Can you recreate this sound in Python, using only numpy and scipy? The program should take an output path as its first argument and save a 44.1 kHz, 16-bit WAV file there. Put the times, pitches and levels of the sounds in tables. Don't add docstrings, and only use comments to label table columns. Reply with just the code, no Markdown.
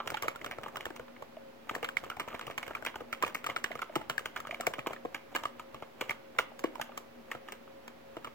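import sys
import numpy as np
from scipy import signal
from scipy.fft import rfft, irfft, next_fast_len
from scipy.io import wavfile
from scipy.ndimage import uniform_filter1d

SR = 44100
rng = np.random.default_rng(int(sys.argv[2]) if len(sys.argv) > 2 else 0)


def how_loud(loudness_db):
    steps = np.asarray(loudness_db, float) / 20
    return 10 ** steps


def digitize_waveform(pressure):
    field = np.atleast_2d(pressure).T
    bounded = np.clip(field, -1, 1)
    quanta = np.round(bounded * 32767).astype(np.int16)
    wavfile.write(sys.argv[1], SR, quanta)


N = 367794

# frequency in Hz, relative spectrum level in dB per Hz.
FAN_SPECTRUM = [(18, -34), (30, -29), (53, -12), (179, -7.5), (233, -3), (426, -3), (540, -4),
                (2290, -14.5), (9220, -34), (12800, -32), (16000, -27)]
# centre frequency in Hz, usual level in dB rms.
MOTOR_LINES = [(236.9, -62.5), (543.7, -58.5)]
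# time in seconds, level in dB, cap pitch in Hz.
SHORT_SOUNDS = [(0.001, -26.5, 1200), (.254, -34, 650), (0.349, -39.5, 1060), (.53, -41, 700),
                (.8, -38, 895), (1.08, -44, 1260), (1.163, -43.5, 2150), (1.367, -35.5, 650),
                (2.114, -33.5, 1350), (2.311, -41, 1310), (2.328, -40, 1300), (2.768, -37.5, 1450),
                (2.941, -36, 1250), (3.704, -33, 650), (3.825, -29, 1370), (3.894, -36, 630),
                (4.449, -34.5, 1250), (4.491, -34, 600), (4.524, -34.5, 620), (4.599, -28, 667),
                (4.861, -25, 1100), (4.962, -38, 1840), (6.348, -45, 1200), (6.516, -41.5, 760),
                (6.892, -39, 850), (6.918, -41, 1200), (7.676, -46.5, 1310)]
# frequency in Hz, relative level in dB, t60 in seconds.
DESK_MODES = [(67, -18, 0.15), (141, -7, 0.15), (257, 4, 0.022)]
# frequency in Hz, relative level in dB, t60 in seconds.
CASE_MODES = [(344, -2, 0.018), (425, -11.5, 0.015), (492, -3, 0.042), (650, 9.5, 0.012), (850, 5.5, 0.026)]
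# frequency in Hz, relative level in dB, t60 in seconds.
PLATE_MODES = [(1250, 8.5, 0.017), (1700, 9, 0.0061), (2216, 14.5, 0.0047), (2866, 9.5, 0.0068),
               (3150, -16, 0.026)]
# frequency in Hz, relative spectrum level in dB per Hz.
TICK_SPECTRUM = [(2240, -17.5), (4200, -13), (7770, -8.5), (9540, -20), (10700, -17.5), (14900, -11.5),
                 (16000, -14.5)]
# time in seconds, clack level in dB, cap pitch in Hz, case knock level in dB, tick level in dB.
STROKES = [(0.074, -35.5, 1420, -37, -34.5), (0.23, -30, 1140, -30, -49), (.281, -25.5, 1350, -31, -34),
           (.461, -37, 1370, -26.5, -43), (0.511, -40, 1900, -43, -40.5), (0.768, -35.5, 1450, -28.5, -42),
           (0.854, -32, 1800, -39, -39.5), (1.828, -35.5, 1200, -24.5, -40), (1.844, -31.5, 1400, -50, -38),
           (2.043, -50, 1250, -51, -46.5), (2.284, -40, 1310, -51, -46), (2.347, -37, 2330, -52, -45.5),
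           (2.467, -45, 2130, -35, -41), (2.578, -31.5, 2280, -47, -35), (2.862, -29.5, 2450, -42, -33),
           (2.956, -37, 1470, -26, -42.5), (3.127, -29.5, 1344, -50, -36.5), (3.234, -25, 1186, -19, -42),
           (3.464, -31, 1210, -46, -33), (3.498, -29, 2070, -37, -42.5), (3.641, -25, 1695, -39, -31.5),
           (3.715, -33.5, 2100, -47, -48), (3.753, -36.5, 1250, -26, -46), (3.96, -35, 875, -15, -38.5),
           (4.097, -30, 1380, -25.5, -32), (4.256, -31.5, 1510, -36, -35), (4.47, -39, 1570, -42, -44),
           (4.79, -33.5, 2440, -35, -46), (4.869, -38, 935, -16, -36.5), (5.349, -28.5, 963, -21, -37.5),
           (5.358, -30, 1700, -40, -30), (5.453, -25.5, 1194, -27.5, -41.5),
           (6.094, -25.5, 2180, -24.5, -39.5), (6.813, -48, 1610, -36, -31.5)]
# time in seconds, clack level in dB, cap pitch in Hz, tick level in dB.
CLACKS = [(0.058, -48, 1020, -53), (0.102, -35, 1480, -34.5), (.142, -29.5, 860, -41.5),
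          (0.17, -32, 1420, -41.5), (0.223, -52, 1140, -30.5), (0.358, -37.5, 1410, -45.5),
          (0.413, -38.5, 2060, -53), (0.444, -37, 1390, -39.5), (.633, -40, 1200, -47),
          (0.682, -44, 1250, -51), (.757, -37, 1250, -40), (0.807, -37, 2400, -43),
          (0.961, -57, 1420, -44.5), (1.693, -28, 1250, -40.5), (1.75, -30.5, 1830, -36),
          (1.887, -35.5, 1550, -40.5), (1.968, -19, 2190, -41.5), (2.099, -33, 1350, -40),
          (2.197, -32.5, 1350, -34), (2.393, -38, 1460, -46), (2.411, -36.5, 1290, -46),
          (2.51, -41, 2410, -47), (2.628, -30, 2200, -42), (2.664, -44, 2280, -46), (2.678, -40, 1580, -45),
          (2.749, -28, 2350, -63), (2.750, -34, 1300, -44), (2.849, -34, 1460, -38),
          (3.224, -24, 1050, -31), (3.246, -26, 2500, -65), (3.264, -41, 955, -43),
          (3.276, -42, 1300, -38.5), (3.347, -37.5, 1310, -30), (3.442, -33.5, 1410, -42.5),
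          (3.562, -27, 1365, -34.5), (3.79, -39, 1370, -46), (3.817, -28.5, 1373, -39),
          (3.955, -28, 1300, -32.5), (4.179, -27, 1700, -36.5), (4.192, -39, 1250, -43),
          (4.361, -31.5, 1430, -42), (4.373, -42, 1250, -43.5), (4.401, -37.5, 1310, -42.5),
          (4.509, -31.5, 2380, -46), (4.543, -34, 2270, -45.5), (4.608, -37, 1430, -35),
          (4.632, -42, 1230, -69), (4.667, -22.5, 2320, -28), (4.736, -40, 1700, -39.5),
          (4.931, -37.5, 1350, -43.5), (5.145, -33, 1700, -36.5), (5.435, -38.5, 970, -42.5),
          (5.595, -41, 955, -46), (6.01, -29.5, 1530, -33), (6.107, -27, 2210, -38),
          (6.385, -23, 2160, -37.5), (6.387, -19.5, 1390, -28), (6.639, -28, 1120, -40.5),
          (6.592, -54, 1690, -39.5), (6.754, -41, 1015, -48), (6.975, -50, 1500, -35),
          (7.314, -28.5, 1870, -41), (7.485, -44, 1800, -46.5), (7.521, -60, 1820, -38.5),
          (7.878, -51.5, 1700, -46.5), (8.245, -42.5, 1370, -44.5)]
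# time in seconds, case knock level in dB, pitch in Hz of the part of the case that answers.
KNOCKS = [(0.076, -37, 482), (0.118, -27, 650), (0.242, -25, 579), (0.584, -26, 650), (0.66, -30.5, 934),
          (0.864, -24.5, 370), (0.903, -28, 350), (0.995, -29, 470), (1.222, -26.5, 605),
          (1.71, -23.5, 460), (1.761, -24, 447), (2.037, -31.5, 573), (2.167, -31, 651),
          (2.208, -28.5, 377), (2.276, -30, 650), (2.343, -24, 374), (2.477, -31, 400), (2.499, -26.5, 568),
          (2.707, -25.5, 575), (2.823, -29.5, 649), (3.006, -29.5, 377), (3.296, -41, 350),
          (3.489, -24.5, 650), (4.012, -29.5, 643), (4.672, -13, 610), (4.783, -25.5, 386),
          (4.906, -23, 576), (5.050, -19.5, 420), (5.744, -33, 651), (5.823, -25.5, 646), (6.021, -27, 590),
          (6.394, -19, 550), (6.64, -12, 360), (6.796, -22.5, 750), (7.349, -26, 465), (8.167, -26, 403),
          (8.271, -35, 563)]
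# frequency in Hz, left minus right in dB.
PORT_BALANCE = [(60, 11), (240, 1.5), (950, -1), (3770, -3.5), (15000, 4)]
# frequency in Hz, lead of the left in radians.
PORT_PHASE = [(60, 0.53), (260, 1.5), (520, -1.5), (780, 0.5), (1290, 0.57), (2240, -0.29), (4650, 3),
              (8790, 8.5), (16000, 14.5)]

FAN_DB, RATTLE_DB = -55, -55.5
ROOM_T60_S, WALL_CUT_HZ, ROOM_DB = 0.25, 3400, -21
CAP_TO_ROOM = 0.3
SPAN = 4000
LEAD = 260
CAP_LAG = 25
BRUSH, BRUSH_S = 0.15, 0.0015
PLATE_SPREAD_DB = 2.5
CLACK_CASE_DB = -30
MUFFLED_CLACK_DB, MUFFLED_TICK_DB, MUFFLED_CAP_HZ, CAP_SPREAD = -41, -52.5, 1266, 0.18
HEAVY_DULL_DB = 0.9
KNOCK_FOCUS_DB = 20
CUTOFF_HZ = 16000


def rms_one(x):
    return x / np.sqrt(np.mean(x ** 2) + 1e-20)


def peak_one(rows):
    return rows / np.abs(rows).max(axis=(0, -1), keepdims=True)


def at_hz(points, hz):
    table_hz, values = np.transpose(points)
    return np.interp(np.log(hz + 1), np.log(table_hz + 1), values)


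def shaped(x, response):
    size = next_fast_len(N + 4096)
    hz = np.arange(size // 2 + 1) * SR / size
    return irfft(rfft(x, size) * response(hz), size)[..., :N]


def filtered(x, order, hz, kind="low"):
    return signal.sosfilt(signal.butter(order, hz, kind, fs=SR, output="sos"), x)


def drift(rate):
    r = np.exp(-80 * np.pi * rate / SR)
    noise = rng.standard_normal(N // 40 + 2002)
    slow = signal.lfilter([1], [1, -2 * r, r * r], noise)[2000:]
    return np.interp(np.arange(N) / 40, np.arange(len(slow)), rms_one(slow))


def fan():
    mid, side = rng.standard_normal((2, N))
    alike = lambda hz: 1.0 / (1 + (hz / 420) ** 2)
    mid = shaped(mid, lambda hz: how_loud(at_hz(FAN_SPECTRUM, hz)) * np.sqrt(1 + alike(hz)))
    side = shaped(side, lambda hz: how_loud(at_hz(FAN_SPECTRUM, hz)) * np.sqrt(1 - alike(hz)))
    air = how_loud(FAN_DB) * rms_one(mid + side * [[1], [-1]])
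    for hz, db in MOTOR_LINES:
        turn = 2 * np.pi * np.cumsum(hz + 4 * drift(8)) / SR
        height = np.sqrt(2) * how_loud(db + 3 * drift(10))
        air += height * np.sin(turn + [[0], [0.7]])
    return air


def room(x):
    t = np.arange(SR // 2) / SR
    noise = rng.standard_normal((2, SR // 2))
    dull = filtered(noise, 2, WALL_CUT_HZ)
    bright = noise - dull
    tail = dull * how_loud(-60 * t / ROOM_T60_S) + bright * how_loud(-60 * t / 0.04)
    tail = tail * (1 - np.exp(-t / 0.11))
    return signal.fftconvolve(x[None], rms_one(tail) / np.sqrt(SR // 2), axes=1)[:, :N]


def ring(clicks, hz, t60):
    r, w = how_loud(-60 / (t60 * SR)), 2 * np.pi * hz / SR
    return signal.lfilter([0, np.sin(w)], [1, -2 * r * np.cos(w), r * r], clicks + 1e-18)


def rattle(times):
    moves = np.zeros(N)
    moves[(times * SR).astype(int)] = 1
    width = int(0.06 * SR)
    busy = uniform_filter1d(uniform_filter1d(moves, width), width)
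    sizes = how_loud(4.8 * np.minimum(rng.exponential(1, N), 4)) * rng.choice([-1, 1], N)
    chance = 800 * how_loud(5.0 * drift(14)) / SR
    touches = sizes * (rng.random(N) < chance)
    pitches, dealt = np.geomspace(450, 3000, 20), rng.integers(0, 20, N)
    rings = sum(ring(touches * (dealt == k), hz, 6.5 / hz) for k, hz in enumerate(pitches))
    ticks = shaped(touches, lambda hz: how_loud(at_hz(TICK_SPECTRUM, hz) + 8.5))
    return how_loud(RATTLE_DB) * rms_one(busy.clip(0)) * rms_one(rings + ticks)


def stutter(count, per_s, fade_s, settle, soft_hz):
    t = (np.arange(SPAN) - LEAD) / SR
    touch = rng.random((count, SPAN)) < per_s / SR
    brushing = BRUSH * np.exp(t / BRUSH_S)
    landing = np.exp(-t / fade_s) + settle * np.exp(-t / 0.024)
    force = touch * rng.standard_normal((count, SPAN)) * np.where(t < 0, brushing, landing)
    force[:, LEAD] += 0.8
    return filtered(force, 2, soft_hz)


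def body(contact, modes, spread_db, colour_db=lambda hz: 0):
    shape = (len(contact), len(modes), 1)
    shared = rng.standard_normal(shape)
    per_port = 1.2 * rng.standard_normal((2,) + shape)
    strength_db = spread_db * (shared + per_port)
    return sum(ring(contact * how_loud(db + colour_db(hz) + strength_db[:, :, k]), hz, t60)
               for k, (hz, db, t60) in enumerate(modes))


def own_pitch(contact, pitches, cycles):
    rows = []
    for touch, hz in zip(contact, pitches):
        wall = ring(touch, hz, cycles / hz)
        rows.append(ring(wall, hz, cycles / hz))
    rows = np.array([rows])
    return rows / np.abs(rows).max(axis=-1, keepdims=True)


def lay_out(s, sounds, lag):
    out = np.zeros((2, N + SPAN + 20))
    sounds = sounds * np.cos(np.linspace(0, np.pi / 2, SPAN))
    for k, at in enumerate(np.round(s * SR).astype(int)):
        out[0, at:at + SPAN] += sounds[0, k]
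        out[1, at + lag[k]:at + lag[k] + SPAN] += sounds[-1, k]
    return np.pad(out, ((0, 0), (0, LEAD)))[:, LEAD - 40:LEAD - 40 + N]


def short_sounds():
    s, level_db, cap_hz = np.transpose(SHORT_SOUNDS)
    touches = stutter(len(SHORT_SOUNDS), per_s=1600, fade_s=0.0026, settle=0.084, soft_hz=4500)
    cap = own_pitch(touches, cap_hz, cycles=9.0)
    plate = peak_one(body(touches, PLATE_MODES, spread_db=-1.0))
    sound = cap + cap_hz[:, None] / 1200 * plate
    sound = filtered(sound, 2, 350, "high")
    return lay_out(s, how_loud(level_db[:, None]) * sound, np.full(len(s), 0))


def contacts():
    clacks = [(s, db, hz, db + CLACK_CASE_DB, tick_db) for s, db, hz, tick_db in CLACKS]
    pitches = MUFFLED_CAP_HZ * (1 + CAP_SPREAD * rng.standard_normal(len(KNOCKS)))
    knocks = [(s, MUFFLED_CLACK_DB, hz, db, MUFFLED_TICK_DB) for (s, db, _), hz in zip(KNOCKS, pitches)]
    return np.array(STROKES + clacks + knocks)


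def knock_colour(case_db):
    knock_hz = np.array(KNOCKS)[:, 2:]

    def colour_db(hz):
        db = -HEAVY_DULL_DB * (case_db + 22.5) * np.log2(hz / 500)
        db[-len(KNOCKS):] = -KNOCK_FOCUS_DB * np.abs(np.log2(hz / knock_hz))
        return db
    return colour_db


def tick_noise(tick_db):
    count, t = len(tick_db), (np.arange(SPAN) - LEAD) / SR
    hiss = rng.standard_normal((count, SPAN)) + 0.45 * rng.standard_normal((2, count, SPAN))
    grains = np.repeat(rng.standard_normal((count, SPAN // 40)), 40, axis=1)
    hiss = hiss * how_loud(3.26 * grains)
    decay = np.exp(-t / 0.0037) + 0.12 * np.exp(-t / 0.061)
    return how_loud(tick_db - 5.5) * hiss * np.where(t < 0, np.exp(t / 0.0012), decay)


def cap_shudder(count):
    t = (np.arange(SPAN) - LEAD) / SR
    grit = rng.standard_normal((2, count, SPAN)) * (rng.random((count, SPAN)) < 0.04)
    grit = grit * (t > 0) * np.exp(-t / 0.026)
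    return filtered(grit, 1, [500, 2600], "band")


def keys(rows):
    s, clack_db, cap_hz, case_db, tick_db = rows.T[:, :, None]
    count = len(rows)
    blow = stutter(count, per_s=330, fade_s=0.0022, settle=0, soft_hz=4740)
    hard = stutter(count, per_s=1300, fade_s=0.003, settle=0.24, soft_hz=4120)
    soft = stutter(count, per_s=470, fade_s=0.0031, settle=0.075, soft_hz=1200)

    cap = own_pitch(np.roll(blow, CAP_LAG, axis=1), cap_hz[:, 0], cycles=16.2)
    cap = how_loud(clack_db + 2.0) * cap
    cap = cap * how_loud(3.3 * rng.standard_normal((count, 1)) * [[[1]], [[-1]]])

    plate_db = 0.25 * clack_db + 0.65 * tick_db + 12.0
    plate = how_loud(plate_db) * peak_one(body(hard, PLATE_MODES, PLATE_SPREAD_DB))
    case = body(soft, CASE_MODES, spread_db=2.5, colour_db=knock_colour(case_db))
    knock = how_loud(case_db) * peak_one(case)
    plastic = filtered(plate + knock, 3, 230, "high")
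    plastic = plastic + how_loud(clack_db - 1.5) * cap_shudder(count)
    thump = how_loud(0.34 * case_db - 33.5) * peak_one(body(soft, DESK_MODES, spread_db=-2.5))

    lag = rng.integers(0, 7, count)
    ticks = lay_out(s[:, 0], tick_noise(tick_db), lag)
    ticks = shaped(ticks, lambda hz: how_loud(at_hz(TICK_SPECTRUM, hz) + 13.5))
    return lay_out(s[:, 0], cap, lag), lay_out(s[:, 0], plastic + thump, lag) + ticks


def ports(x):
    half = np.array([[0.5], [-0.5]])
    return shaped(x, lambda hz: how_loud(half * at_hz(PORT_BALANCE, hz))
                  * np.exp(1j * half * at_hz(PORT_PHASE, hz)))


def scene():
    rows = contacts()
    caps, clatter = keys(rows)
    clatter = clatter + short_sounds() + rattle(rows[:, 0])
    echo = room(clatter.mean(axis=0) + CAP_TO_ROOM * caps.mean(axis=0))
    return ports(caps + clatter + how_loud(ROOM_DB) * echo + fan())


def top_cut(x):
    return signal.sosfilt(signal.butter(12, 17000, fs=SR, output="sos"), x)


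def record(dry):
    cut = filtered(dry, 3, 55, "high")
    cut = signal.sosfilt(signal.cheby1(10, 1, CUTOFF_HZ, fs=SR, output="sos"), cut)
    return top_cut(cut - 0.0006)


dry = scene()
out = record(dry)
digitize_waveform(out)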